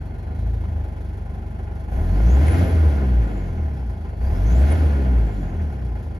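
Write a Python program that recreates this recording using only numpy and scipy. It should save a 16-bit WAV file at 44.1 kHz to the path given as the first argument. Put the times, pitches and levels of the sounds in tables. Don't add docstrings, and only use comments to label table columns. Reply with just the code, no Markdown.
import sys
import numpy as np
from scipy import signal
from scipy.fft import rfft, irfft, next_fast_len
from scipy.io import wavfile

SR = 44100
rng = np.random.default_rng(int(sys.argv[2]) if len(sys.argv) > 2 else 0)


def materialize(psi):
    bounded = np.clip(np.atleast_2d(psi).T, -1, 1)
    quanta = np.round(bounded * 32767).astype(np.int16)
    wavfile.write(sys.argv[1], SR, quanta)


N = 272979
TIME = np.arange(N) / SR
FFT_SIZE = next_fast_len(N + SR // 4)
FREQ = np.maximum(np.arange(FFT_SIZE // 2 + 1) * SR / FFT_SIZE, 1)


# multiple of the firing rate, level at idle in dB,
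# dB more per doubling of speed, share of the pedal's extra boom.
PULSE_ORDERS = [(1, 0.5, 0.5, 1.2), (2, -8.5, 3.2, 0.57), (3, -15, 6.5, 1.07), (4, -7, -3.5, 0.7),
                (5, -22, 10.5, .3)]
# frequency in Hz, gain in dB coasting, at full load.
CABIN_RESPONSE = [(24, -94, -48), (31, -51, -29), (39.5, -34, -22.5), (48.5, -22.5, -17.5),
                  (57.3, -14.5, -12), (67.9, -22, -11.5), (75.2, -13.5, -13.5), (82.8, -20.5, -16.5),
                  (94.5, -30, -18.5), (111, -26.5, -26.5), (159.6, -33.5, -36), (175.4, -29, -20.5),
                  (187, -27, -25), (203, -28, -35.5), (255, -38, -48)]
# multiple of the firing rate, level at idle in dB,
# dB more per doubling of speed.
DRIVE_ORDERS = [(.75, -71.5, 23), (6, -45.5, -0.5), (7, -47.5, -5), (7.5, -59, 3.5), (8, -54, -0.5),
                (9, -55, -1), (9.75, -68, 6), (10, -55.5, -1.5), (13, -58, -5), (14, -65, -1), (16, -64, 0)]

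def boom(cycles, firing_hz, octaves, load, swell_db):
    stroke_db = 0.55 * drift(11)
    hz, *responses = np.transpose(CABIN_RESPONSE)
    hum = 0
    for order, idle_db, rise_db, share in PULSE_ORDERS:
        order_hz = order * firing_hz
        coasting_db, pulling_db = (np.interp(np.log(order_hz), np.log(hz), db) for db in responses)
        cabin_db = coasting_db + load * (pulling_db - coasting_db)
        dip_db = -10 * (1 - load) * bell(order_hz, centre_hz=51.8, width_hz=3.5)
        level_db = idle_db + rise_db * octaves + cabin_db + dip_db + share * swell_db + stroke_db
        delay_rad = .6 + (order - 1) * 1.29 * octaves + .62 * (order - 3) ** 2
        hum += from_db(level_db) * np.cos(2 * np.pi * order * cycles - delay_rad)
    waver_db = np.interp(octaves, [0, 1], [.8, 4])
    for order, idle_db, rise_db in DRIVE_ORDERS:
        offset_rad = max(order - 4, 0) * 2 * np.pi * rng.random() - .6
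        level_db = idle_db + rise_db * octaves + waver_db * drift(14)
        hum += from_db(level_db) * np.cos(2 * np.pi * order * cycles + offset_rad)
    return np.sqrt(2) * hum * from_db([[.25], [-.35]])


# frequency in Hz, relative level in dB.
ROAR_SPECTRUM = [(25, -29), (45, -5), (70, 8), (100, 5.5), (140, -1), (180, -2), (230, -6), (290, -8.5),
                 (430, -22.5), (900, -65.5)]
GROWL_SPECTRUM = [(180, -16.5), (250, 13.5), (310, 9), (380, 3), (450, 5.5), (560, 2), (800, -1),
                  (1300, -53)]
BLOCK_SPECTRUM = [(200, -27), (380, -0.5), (490, 1.5), (590, -2), (700, 1), (820, 1.5), (890, -5),
                  (1030, -10), (1130, -14.5), (1800, -65)]

def combustion(cycles, knocks, firing_hz, octaves, load):
    blows = firings(cycles)
    roar = struck_part(blows, firing_hz, ROAR_SPECTRUM, rise_s=.013, decay_s=.04, repeat=.12, steady=1)
    growl = struck_part(blows, firing_hz, GROWL_SPECTRUM,
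                        rise_s=.004, decay_s=.018, repeat=.2, steady=.3)
    repeat = np.interp(octaves, [0, 1], [.42, .2])
    knock = struck_part(knocks, firing_hz, BLOCK_SPECTRUM,
                        rise_s=.012, decay_s=.032, repeat=repeat, steady=.084)
    every_fourth = firings(cycles / 4, early=.5425, scatter_db=2)
    odd_knock = cabin(sprays(every_fourth, firing_hz, rise_s=.00029, decay_s=.0037), BLOCK_SPECTRUM)
    mix = (from_db(-1.5 + 1.22 * octaves) * roar
           + from_db(-26.5 + 12.26 * octaves - 3.7 * load) * growl
           + from_db(-9 - .25 * octaves - 1.25 * load) * knock
           + from_db(-21 - 4.8 * octaves) * odd_knock)
    return from_db(-35.5 + 4 * octaves + .5 * octaves ** 2 + 4 * load) * mix


# frequency in Hz, relative level in dB.
CLATTER_SPECTRUM = [(600, -71.5), (1000, -7), (1200, 1), (1500, 5.5), (2150, -2), (2700, -5), (3200, -9),
                    (3700, -25), (6000, -37)]
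TICK_SPECTRUM = [(2000, -8.5), (3300, 8), (4200, 6), (5200, 5), (6000, 2), (7500, -8), (9000, -2),
                 (10300, 3), (12000, -2.5), (13500, -10), (15500, -5.5)]
INJECTOR_SPECTRUM = [(3000, -14), (6000, -8), (8000, -8.5), (10300, 7.5), (12500, -5.5), (15500, 0)]

def valves_and_injectors(cycles, knocks, firing_hz, octaves, load):
    taps = firings(cycles)
    clatter = struck_part(knocks, firing_hz, CLATTER_SPECTRUM,
                          rise_s=.008, decay_s=.023, repeat=.28, steady=.52)
    ticking = struck_part(taps, firing_hz, TICK_SPECTRUM,
                          rise_s=.013, decay_s=.021, repeat=.41, steady=.34)
    injectors = cabin(sprays(taps, firing_hz, rise_s=.003, decay_s=.009), INJECTOR_SPECTRUM)
    return (from_db(-53.5 + 4 * octaves + 2 * octaves ** 2 + 2.5 * load) * clatter
            + from_db(-65 + 1.46 * octaves + 3.5 * octaves ** 2 + 4 * load) * ticking
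            + from_db(-70) * injectors)


# frequency in Hz, relative level in dB.
CRACK_SPECTRUM = [(700, -30), (1200, -32), (1600, 9), (2200, 7.5), (2700, 2), (4300, -17.5), (7000, -18.5),
                  (12000, -50)]

def injection_rattle(cycles, firing_hz, throttle):
    onset = np.clip((firing_hz - 67.7) / 5.8, 0, 1)
    clicks = firings(cycles, early=.37, scatter_db=4)
    cracks = sprays(clicks, firing_hz, rise_s=.0003, decay_s=.0035)
    return from_db(-45.5) * onset * throttle * cabin(cracks, CRACK_SPECTRUM)


# start in seconds, clonk in dB, crack in dB.
HARSH_FIRINGS = [(2.203, -23, -41), (2.287, -40, -43), (2.341, -37, -49), (2.413, -25, -41),
                 (2.482, -32, -31), (2.531, -27, -44), (2.539, -34, -38), (2.612, -23, -38),
                 (4.301, -31, -42), (4.322, -31, -48), (4.35, -27.5, -46), (4.503, -31, -39),
                 (4.673, -41, -40)]

def hard_knocks():
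    starts, clonk_db, crack_db = np.transpose(HARSH_FIRINGS)
    clonk = jolts(zip(starts, clonk_db), rise_s=.00046, decay_s=.0041) * cabin_noise(BLOCK_SPECTRUM)
    crack = jolts(zip(starts, crack_db), rise_s=.00059, decay_s=.004) * cabin_noise(CRACK_SPECTRUM)
    return clonk + crack


# time in seconds, whistle pitch in Hz.
TURBO_PITCH = [(0, 4430), (.55, 3780), (1.9, 3200), (2.14, 4400), (2.27, 5950), (2.35, 6900), (2.46, 9400),
               (2.59, 11350), (2.66, 11300), (2.8, 10400), (3.03, 8700), (3.33, 7150), (3.6, 5850),
               (4.15, 4350), (4.29, 4800), (4.4, 5400), (4.46, 6050), (4.52, 6400), (4.57, 7150),
               (4.66, 8650), (4.72, 9950), (4.76, 10400), (5.02, 8750), (5.35, 7150), (5.7, 5600),
               (6.19, 4450)]
# centre in Hz, width in Hz,
# lift in dB off the throttle, lift in dB at full throttle.
INTAKE_RESONANCES = [(4050, 500, 3.5, 0), (4650, 600, 0, 8.5), (5400, 600, 0, -3), (6300, 750, -1.5, 9),
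                     (7200, 800, -2.5, 0), (8100, 860, 1, 3), (10050, 1300, 4, 15), (11200, 1100, 9, 4.5)]
# frequency in Hz, relative level in dB.
INTAKE_SPECTRUM = [(2000, -38), (4000, -9.5), (6300, 4), (8000, -19), (10000, 7), (13000, 4), (15000, 3.5)]
# centre in Hz, width in Hz, lift in dB.
DUCT_MODES = [(6600, 90, 7.5), (6200, 65, 2), (9500, 59, 7), (9670, 170, 6), (9600, 98, 2.5)]

def turbo(throttle):
    hz, = in_time(TURBO_PITCH)
    octaves = np.log2(hz / 4400)
    level_db = -75 + 5.5 * octaves + 7 * throttle
    level_db -= .04 * np.maximum(3780 - hz, 0)
    for centre, width, off_db, on_db in INTAKE_RESONANCES:
        level_db += (off_db + throttle * (on_db - off_db)) * bell(hz, centre, width)
    breath = np.clip(.3 + 1.5 * octaves, .1, .85)
    tone = np.sqrt(1 - breath) * whistle(hz, width_hz=110) + np.sqrt(breath) * whistle(hz, width_hz=420)
    flutter_db = 2.2 * drift(40)
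    rush = from_db(-60) * throttle * cabin_noise(INTAKE_SPECTRUM)
    duct_db = sum(lift_db * bell(FREQ, centre, width) for centre, width, lift_db in DUCT_MODES)
    return filtered(from_db(level_db + flutter_db) * tone + rush, from_db(duct_db))


def whistle(hz, width_hz):
    phase = 2 * np.pi * np.cumsum(hz) / SR
    pair = [drift(width_hz) * np.cos(phase) + drift(width_hz) * np.sin(phase) for _ in range(2)]
    return cabin(np.array(pair), [(3000, .003), (12000, .013)])


# start in seconds, level in dB.
TRIM_BUMPS = [(.637, -32), (.652, -36), (2.8348, -28), (4.626, -39), (4.715, -25)]
# frequency in Hz, relative level in dB.
TRIM_SPECTRUM = [(150, -12), (350, 4), (800, 0), (2300, -13), (4000, -29), (12000, -48)]

def dashboard_trim():
    return jolts(TRIM_BUMPS, rise_s=.0015, decay_s=.0064) * cabin_noise(TRIM_SPECTRUM)


# centre in Hz, width in Hz, lift in dB.
PANEL_MODES = [(204, 16, 4), (348, 110, 4.5), (647, 18, 8.5), (1029, 25.4, 11), (1430, 33, 6.5),
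               (2152, 29, 8.5), (3340, 40, 8), (4310, 400, 3), (6000, 71, 0), (7100, 1100, 9),
               (10450, 110, -6)]
# frequency in Hz, likeness from 0 to 1,
# phase lead of the right in radians, left minus right in dB.
MIC_PORTS = [(60, .99, 0, .6), (130, .94, 0, -1.6), (280, .74, -.1, -2), (550, .42, .4, 1.2),
             (850, .47, 1.0, -1), (1250, .48, 2.1, -2), (1800, .42, 1.6, 0), (2200, .28, 0, .7),
             (2900, .48, -1.9, 1.3), (3700, .54, -.3, 2), (5300, .54, -.3, 1.8), (6900, .62, 1.2, .3),
             (7600, .92, 2.7, 0), (8200, .98, 3.1, 0), (9000, .92, 3.6, 0), (10400, .85, 5.5, 0),
             (12400, .9, 6.5, 0), (14000, .96, 9.3, 0), (16000, .98, 9.4, 0)]

def cabin(pair, spectrum):
    panel_db = sum(lift_db * bell(FREQ, centre, width) for centre, width, lift_db in PANEL_MODES)
    path_db, = in_frequency(spectrum)
    common, apart = rfft(pair, FFT_SIZE) * from_db(path_db + panel_db)
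    alike, lead_rad, pan_db = in_frequency(MIC_PORTS)
    sides = np.array([[1], [-1]])
    ports = np.sqrt(1 + alike) * common + sides * np.sqrt(1 - alike) * apart
    placement = np.exp(-.5j * sides * lead_rad) * from_db(sides * pan_db / 2)
    return rms_one(irfft(ports * placement, FFT_SIZE)[:, :N])


def cabin_noise(spectrum):
    return cabin(rng.standard_normal((2, N)), spectrum)


CYLINDER_BALANCE = [0.71, 0.8, -0.85, 0.53]

def firings(cycles, early=.25, scatter_db=1.62):
    at = np.flatnonzero(np.diff(np.floor(cycles + early)))
    clicks = np.zeros(N)
    clicks[at] = from_db(np.resize(CYLINDER_BALANCE, len(at)) + scatter_db * rng.standard_normal(len(at)))
    return clicks


def struck_part(clicks, firing_hz, spectrum, rise_s, decay_s, repeat, steady):
    age = TIME[:SR // 6]
    ring = rng.standard_normal((2, len(age))) * np.exp(-age / decay_s) * (1 - np.exp(-age / rise_s))
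    rings = rms_one(signal.fftconvolve([clicks / np.sqrt(firing_hz)], ring, axes=1)[:, :N])
    loose = sprays(clicks, firing_hz, rise_s, decay_s / 2, steady)
    return cabin(np.sqrt(repeat) * rings + np.sqrt(1 - repeat) * loose, spectrum)


def sprays(clicks, firing_hz, rise_s, decay_s, steady=0):
    power = lag(lag(clicks ** 2 * SR / firing_hz, rise_s), decay_s)
    return np.sqrt(steady + (1 - steady) * power) * rng.standard_normal((2, N))


def jolts(rows, rise_s, decay_s):
    envelope = np.zeros(N)
    for start, db in rows:
        age = np.maximum(TIME - start, 0)
        envelope += from_db(db) * (1 - np.exp(-age / rise_s)) * np.exp(-np.minimum(age / decay_s, 20))
    return envelope


def press(down_s, up_s):
    return np.clip((TIME - down_s) / .055, 0, 1) * np.clip((up_s - TIME) / .012 + .5, 0, 1)


def drift(rate_hz):
    step = 16
    count = next_fast_len(N // step + 2)
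    hz = np.arange(count // 2 + 1) * SR / step / count
    slow = irfft(rfft(rng.standard_normal(count)) / (1 + (hz / rate_hz) ** 4), count)
    return np.interp(np.arange(N) / step, np.arange(count), rms_one(slow))


def lag(x, seconds):
    pole = np.exp(-1 / (seconds * SR))
    return signal.lfilter([1 - pole], [1, -pole], x + 1e-18)


def bell(hz, centre_hz, width_hz):
    return 1 / (1 + (2 * (hz - centre_hz) / width_hz) ** 2)


def filtered(pair, gain):
    return irfft(rfft(pair, FFT_SIZE) * gain, FFT_SIZE)[:, :N]


def in_time(rows):
    seconds, *columns = np.transpose(rows)
    return [np.interp(TIME, seconds, column) for column in columns]


def in_frequency(rows):
    hz, *columns = np.transpose(rows)
    return [np.interp(np.log(FREQ), np.log(hz), column) for column in columns]


def from_db(db):
    return 10 ** (np.asarray(db) / 20)


def rms_one(x):
    return x / np.sqrt(np.mean(x ** 2) + 1e-20)


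# time in seconds, firings per second (two to a revolution).
FIRING_RATE = [(0.0, 22.91), (0.28, 24.1), (0.48, 28.23), (0.88, 24.05), (1.9, 24.02), (2.0, 36.71),
               (2.3, 60.48), (2.55, 85.87), (2.66, 87.84), (2.87, 75.19), (3.2, 57.32), (3.45, 44.81),
               (3.95, 26.38), (4.15, 23.55), (4.3, 36.38), (4.55, 61.01), (4.77, 81.59), (4.9, 72.51),
               (5.2, 56.9), (5.45, 45.26), (5.85, 29.73), (6.19, 23.09)]
# press and release in seconds,
# depth from 0 to 1, extra boom in dB.
PEDAL_PRESSES = [(0.35, 0.843, 0.17, 5), (1.874, 2.604, 1, -1.5), (4.184, 4.732, 1.0, -2)]

def scene():
    firing_hz, = in_time(FIRING_RATE)
    cycles = np.cumsum(firing_hz) / SR - .47
    octaves = np.log2(firing_hz / 24)
    throttle = sum(depth * press(down, up) for down, up, depth, _ in PEDAL_PRESSES)
    load = np.maximum(throttle, lag(throttle, seconds=.053))
    swell_db = sum(boom_db * press(down, up) for down, up, _, boom_db in PEDAL_PRESSES)
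    knocks = firings(cycles)
    return (boom(cycles, firing_hz, octaves, load, swell_db)
            + combustion(cycles, knocks, firing_hz, octaves, load)
            + valves_and_injectors(cycles, knocks, firing_hz, octaves, load)
            + injection_rattle(cycles, firing_hz, throttle)
            + hard_knocks() + turbo(throttle) + dashboard_trim())


def record(dry):
    fade_s, cutoff_hz = .008, 15750
    faded = dry * np.clip(np.minimum(TIME, TIME[::-1]) / fade_s, 0, 1)
    return filtered(faded, 1 / np.sqrt(1 + (FREQ / cutoff_hz) ** 400))


dry = scene()
out = record(dry)
materialize(out)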